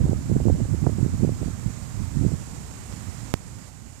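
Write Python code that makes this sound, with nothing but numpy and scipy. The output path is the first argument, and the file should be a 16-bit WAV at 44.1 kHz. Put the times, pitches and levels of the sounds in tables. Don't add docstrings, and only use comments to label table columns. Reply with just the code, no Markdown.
import sys
import numpy as np
from scipy import signal
from scipy.fft import rfft, irfft
from scipy.io import wavfile
from scipy.ndimage import uniform_filter1d

SR = 44100
rng = np.random.default_rng(int(sys.argv[2]) if len(sys.argv) > 2 else 0)


def materialize(psi):
    bounded = np.clip(np.atleast_2d(psi).T, -1, 1)
    quanta = np.round(bounded * 32767).astype(np.int16)
    wavfile.write(sys.argv[1], SR, quanta)


N = 176400
TIME_S = np.arange(N) / SR
LEFT_CUT_HZ, RIGHT_CUT_HZ, LOW_CUT_Q, COUPLING_HZ = 9, 95, 0.76, 18


def gain_of(db):
    return 10 ** (np.asarray(db) / 20)


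def evened(x):
    return x / np.sqrt(np.mean(x ** 2) + 1e-20)


def read_spectrum(points, hz):
    point_hz, point_db = np.transpose(points)
    return np.interp(np.log(hz + 1), np.log(point_hz + 1), point_db)


def coloured(points, size=N):
    hz = np.fft.rfftfreq(size, 1 / SR)
    white = rfft(rng.standard_normal(size))
    return evened(irfft(white * gain_of(read_spectrum(points, hz)), size))


def wander(top_hz, size=N):
    hz = np.fft.rfftfreq(size, 1 / SR)
    white = rfft(rng.standard_normal(size))
    return evened(irfft(white / (1 + (hz / top_hz) ** 2), size))


def low_cut(x, hz):
    w = 2 * np.pi * hz
    b, a = signal.bilinear([1, 0, 0], [1, w / LOW_CUT_Q, w * w], SR)
    return signal.lfilter(b, a, x)


STEADY_S, STEADINESS = 0.083, 0.97


def steadied(x, cut_hz):
    window = np.hanning(round(STEADY_S * SR))
    heard = low_cut(x, cut_hz) ** 2
    smoothed = signal.oaconvolve(heard / heard.mean(), window / window.sum(), "same")
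    power = abs(smoothed) + 0.007
    return x / np.sqrt(heard.mean()) / power ** (STEADINESS / 2)


# frequency in Hz, relative level in dB.
SMALL_EDDY_SPECTRUM = [(100, -46), (250, -0.5), (350, -1.5), (500, -12), (800, -19), (1500, -42),
                       (3000, -75), (8000, -120)]
LUMPS_HZ, LARGE_LUMPS_DB, SMALL_LUMPS_DB = 44, 2, 10.5
SPEEDUP = 0.15


def wind(gusts, large_spectrum, calm_db, cut_hz):
    gust_s, gust_large_db, gust_small_db = np.transpose(gusts)
    large_db = np.interp(TIME_S, gust_s, gust_large_db)
    small_db = np.interp(TIME_S, gust_s, gust_small_db)
    lumps = wander(LUMPS_HZ)
    swept_samples = np.cumsum(gain_of(SPEEDUP * (small_db - calm_db)))
    small = np.interp(swept_samples, np.arange(2 * N), coloured(SMALL_EDDY_SPECTRUM, size=2 * N))
    large = coloured(large_spectrum) * gain_of(LARGE_LUMPS_DB * lumps)
    small = small * gain_of(SMALL_LUMPS_DB * lumps)
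    return gain_of(large_db) * steadied(large, cut_hz) + gain_of(small_db) * steadied(small, cut_hz)


def bump(start_s, sigma_s):
    return np.exp(-0.5 * ((TIME_S - start_s) / sigma_s) ** 2)


def slaps(rows):
    return sum(peak * bump(s, sigma_ms / 1000) for s, peak, sigma_ms in rows)


GIVE_WAY_SIGMA_S, GIVE_WAY = 0.0052, 2.16


def giving_way(rows):
    crowding = sum(abs(peak) * bump(s, GIVE_WAY_SIGMA_S) for s, peak, _ in rows)
    return 1 / (1 + GIVE_WAY * crowding)


# time in seconds, large-eddy level in dB, small-eddy level in dB, before giving way.
RIGHT_GUSTS = [(0.0, -17.5, -33), (0.05, -13, -29), (0.07, -28, -33.5), (0.13, -17, -27.5),
               (0.17, -23, -39.5), (0.23, -29.5, -40.5), (0.28, -26.5, -40), (0.31, -15.5, -27),
               (0.36, -14, -24.5), (0.39, -22.5, -30), (0.43, -18.5, -35), (0.46, -15, -21),
               (0.48, -1.5, -21), (0.5, -6.5, -21.5), (0.52, -7.5, -34), (0.57, -28.5, -35),
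               (0.62, -15, -31), (0.68, -31.5, -44.5), (0.71, -16, -39.5), (0.74, -18, -32),
               (0.8, -26, -46.5), (0.82, -15, -36.5), (0.87, -17, -22), (0.92, -22, -42), (1.0, -21, -31.5),
               (1.03, -13.5, -30.5), (1.07, -25, -30), (1.11, -27, -46), (1.14, -17, -39),
               (1.17, -27.5, -47), (1.19, -24, -40.5), (1.24, -10.5, -23), (1.27, -20, -34),
               (1.34, -22, -37.5), (1.37, -35, -45), (1.43, -20.5, -29), (1.6, -31.5, -52.5),
               (1.64, -30, -44), (1.67, -19.5, -40.5), (1.72, -33, -48), (1.81, -29.5, -48),
               (1.91, -33.5, -57), (2.0, -21.5, -46.5), (2.12, -29.5, -49.5), (2.17, -18, -38),
               (2.2, -18.5, -36), (2.26, -12, -27), (2.3, -29, -38), (2.34, -13, -39), (2.37, -39.5, -46.5),
               (2.39, -27, -43.5), (2.47, -38, -55.5), (2.5, -31.5, -50.5), (2.83, -40, -46.5),
               (2.92, -31.5, -43), (3.05, -35, -47.5), (3.09, -25, -49.5), (3.12, -37, -48),
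               (3.22, -30.5, -56.5), (3.33, -36.5, -48), (3.57, -31.5, -47.5), (3.64, -38, -58),
               (3.87, -31, -48.5), (4.0, -39.5, -51.5)]
# frequency in Hz, relative level in dB.
RIGHT_LARGE_SPECTRUM = [(15, -11), (40, 8), (110, 3), (170, -6), (250, -11), (350, -25), (700, -54),
                        (2500, -120)]
# centre in seconds, signed peak, Gaussian sigma in ms.
RIGHT_SLAPS = [(.054, 0.6, 0.86), (.095, 0.82, 0.91), (.132, -0.52, .45), (.316, 0.57, 0.58),
               (.325, 0.88, 1.17), (.3527, 0.72, 1.4), (.365, -1, 0.73), (.403, 0.24, 0.43),
               (.4552, 0.79, 0.64), (.464, 0.72, 0.77), (.4726, 1, 0.66), (.482, 0.86, 1.13),
               (.484, 0.39, .3), (.5, 0.79, 0.44), (.518, 0.85, 1.9), (.605, 0.21, 0.42),
               (.747, -0.37, 0.68), (.83, -0.82, 1.13), (.8663, -0.29, .2), (.8695, 0.98, 1.1),
               (.8705, -0.59, .33), (.8735, -0.47, .8), (.8965, 0.32, 0.53), (.985, 0.43, 0.73),
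               (1.03, 0.97, 0.99), (1.063, -0.58, 0.74), (1.2236, 0.41, 0.83), (1.2323, 1, 0.81),
               (1.2375, .3, .45), (1.2487, 0.64, .5), (1.293, 0.44, .49), (1.4305, 0.22, 0.42),
               (1.434, -0.26, 1.4), (1.4606, 0.43, 1.04), (1.663, 0.53, 1.37), (2.1705, 0.77, 1.16),
               (2.2125, 0.57, 0.94), (2.2503, 0.54, 0.6), (2.2648, 0.97, 0.97), (2.319, 0.18, 0.47)]


def right_wind():
    eddies = wind(RIGHT_GUSTS, RIGHT_LARGE_SPECTRUM, calm_db=-30, cut_hz=RIGHT_CUT_HZ)
    return eddies * giving_way(RIGHT_SLAPS) + slaps(RIGHT_SLAPS)


# time in seconds, large-eddy level in dB, small-eddy level in dB.
LEFT_GUSTS = [(0.0, -36.5, -59.5), (0.06, -18, -45), (0.1, -33, -51.5), (0.26, -33.5, -61.5),
              (0.38, -26, -47), (0.46, -36, -61), (0.51, -28, -47), (0.62, -33, -60), (0.7, -33, -44.5),
              (0.74, -41, -64.5), (0.86, -38, -50.5), (1.03, -39, -66.5), (1.06, -35.5, -55.5),
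              (1.15, -28.5, -56.5), (1.22, -46, -66.5), (1.26, -31, -57), (1.42, -37, -57),
              (1.55, -42, -62), (1.64, -41, -65.5), (1.83, -50, -66.5), (1.92, -41, -58),
              (2.03, -45, -68.5), (2.41, -40.5, -66.5), (2.68, -40.5, -67), (2.86, -39.5, -62.5),
              (3.08, -48, -69), (3.54, -40.5, -59), (3.68, -46, -66), (4.0, -44, -65.5)]
# frequency in Hz, relative level in dB.
LEFT_LARGE_SPECTRUM = [(10, -8), (30, -15), (60, 4.5), (110, -3), (200, -11.5), (300, -25.5), (600, -64),
                       (2500, -120)]
# centre in seconds, signed peak, Gaussian sigma in ms.
LEFT_SLAPS = [(.054, .04, 0.98), (.38, .04, 1), (.5, 0.046, .6), (.665, 0.035, 0.8), (.704, -0.05, 0.43),
              (1.063, 0.021, .8)]


def left_wind():
    return wind(LEFT_GUSTS, LEFT_LARGE_SPECTRUM, calm_db=-52, cut_hz=LEFT_CUT_HZ) + slaps(LEFT_SLAPS)


# start in seconds, step height.
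POP_STEPS = [(2.9262, .07), (3.33986, 1.25)]
PORT_HZ, PORT_T60_S, PORT_RING = 5600, 0.004, 0.06


def pops():
    out = np.zeros(N)
    for start_s, height in POP_STEPS:
        t = np.maximum(TIME_S - start_s, 0)
        ring = PORT_RING * gain_of(-60 * t / PORT_T60_S) * np.sin(2 * np.pi * PORT_HZ * t)
        step = np.minimum(t * SR, 1)
        out += height * (step + ring)
    return out


# frequency in Hz, relative level in dB.
RUSTLE_SPECTRUM = [(150, -68.5), (500, -76.5), (900, -76), (2000, -83), (3500, -90), (5000, -86),
                   (6200, -84.5), (7200, -78), (8200, -82.5), (9500, -91), (12000, -96), (14000, -106),
                   (16000, -112)]
RUSTLE_RMS_DB = -40.5
BRIGHTEN_DB_PER_S, BRIGHT_ABOVE_HZ = 0.75, 1800
PATCHY_RMS_DB, FLICKER_RMS_DB, SWELL_RMS_DB = 0.64, 0.35, 0.09
FRAME, HOP = 256, 64


def rustle():
    frames, hz = N // HOP + 5, np.fft.rfftfreq(FRAME, 1 / SR)
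    real, imaginary, patches = rng.standard_normal((frames, len(hz), 3)).T
    patches = uniform_filter1d(patches, size=4, axis=0)
    patches = evened(uniform_filter1d(patches, size=30, axis=1))
    frame_start = np.arange(frames) * HOP
    broadband_db = FLICKER_RMS_DB * wander(52.0) + SWELL_RMS_DB * wander(13.0)
    broadband_db = broadband_db[np.minimum(frame_start, N - 1)]
    brighten_db = BRIGHTEN_DB_PER_S * frame_start / SR * (hz > BRIGHT_ABOVE_HZ)[:, None]
    level_db = PATCHY_RMS_DB * patches + broadband_db + brighten_db
    spectrogram = (real + 1j * imaginary) * gain_of(level_db)
    flat = signal.istft(spectrogram, nperseg=FRAME, noverlap=FRAME - HOP)[1][:N]
    colour = gain_of(read_spectrum(RUSTLE_SPECTRUM, np.fft.rfftfreq(N, 1 / SR)))
    return gain_of(RUSTLE_RMS_DB) * evened(irfft(rfft(flat) * colour, N))


# frequency in Hz, relative level in dB.
CIRCUIT_SPECTRUM = [(100, -7), (400, 0), (800, -2.5), (2000, -6.5), (6000, -8.5), (16000, -7.5)]
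CIRCUIT_RMS_DB = -59


def circuit_noise():
    return gain_of(CIRCUIT_RMS_DB) * np.array([coloured(CIRCUIT_SPECTRUM), coloured(CIRCUIT_SPECTRUM)])


# frequency in Hz, left rms in dB, right rms in dB.
WHINE_TONES = [(6000, -104, -74), (7000, -104, -68), (8000, -96, -65.5), (10000, -95, -72.5),
               (10656, -104, -77), (12000, -99, -79), (14000, -85.5, -75)]
WHINE_WAVER_RMS_DB = 1


def whines():
    out = np.zeros((2, N))
    for hz, left_db, right_db in WHINE_TONES:
        level_db = [[left_db], [right_db]] + WHINE_WAVER_RMS_DB * wander(4.8)
        tone = np.sin(2 * np.pi * (hz * TIME_S + rng.random()))
        out += np.sqrt(2) * gain_of(level_db) * tone
    return out


def scene():
    left = left_wind()
    right = right_wind() + pops() + rustle()
    return np.array([left, right]) + circuit_noise() + whines()


# start in seconds, added change in dB.
LEVEL_STEPS = [(3.322, -3.5), (3.69, -2.6)]
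STEP_S, BAND_EDGE_HZ = 0.0018, 15550


def record(dry):
    left = low_cut(dry[0] - dry[0, 0], LEFT_CUT_HZ)
    right = low_cut(dry[1] - dry[1, 0], RIGHT_CUT_HZ)
    b, a = signal.butter(1, COUPLING_HZ, "high", fs=SR)
    cut = signal.lfilter(b, a, np.array([left, right]))
    level_db = sum(db * np.clip((TIME_S - s) / STEP_S, 0, 1) for s, db in LEVEL_STEPS)
    band_limit = signal.firwin(1023, BAND_EDGE_HZ, window=("kaiser", 9), fs=SR)
    return signal.oaconvolve(cut * gain_of(level_db), band_limit[None], "same")


dry = scene()
out = record(dry)
materialize(out)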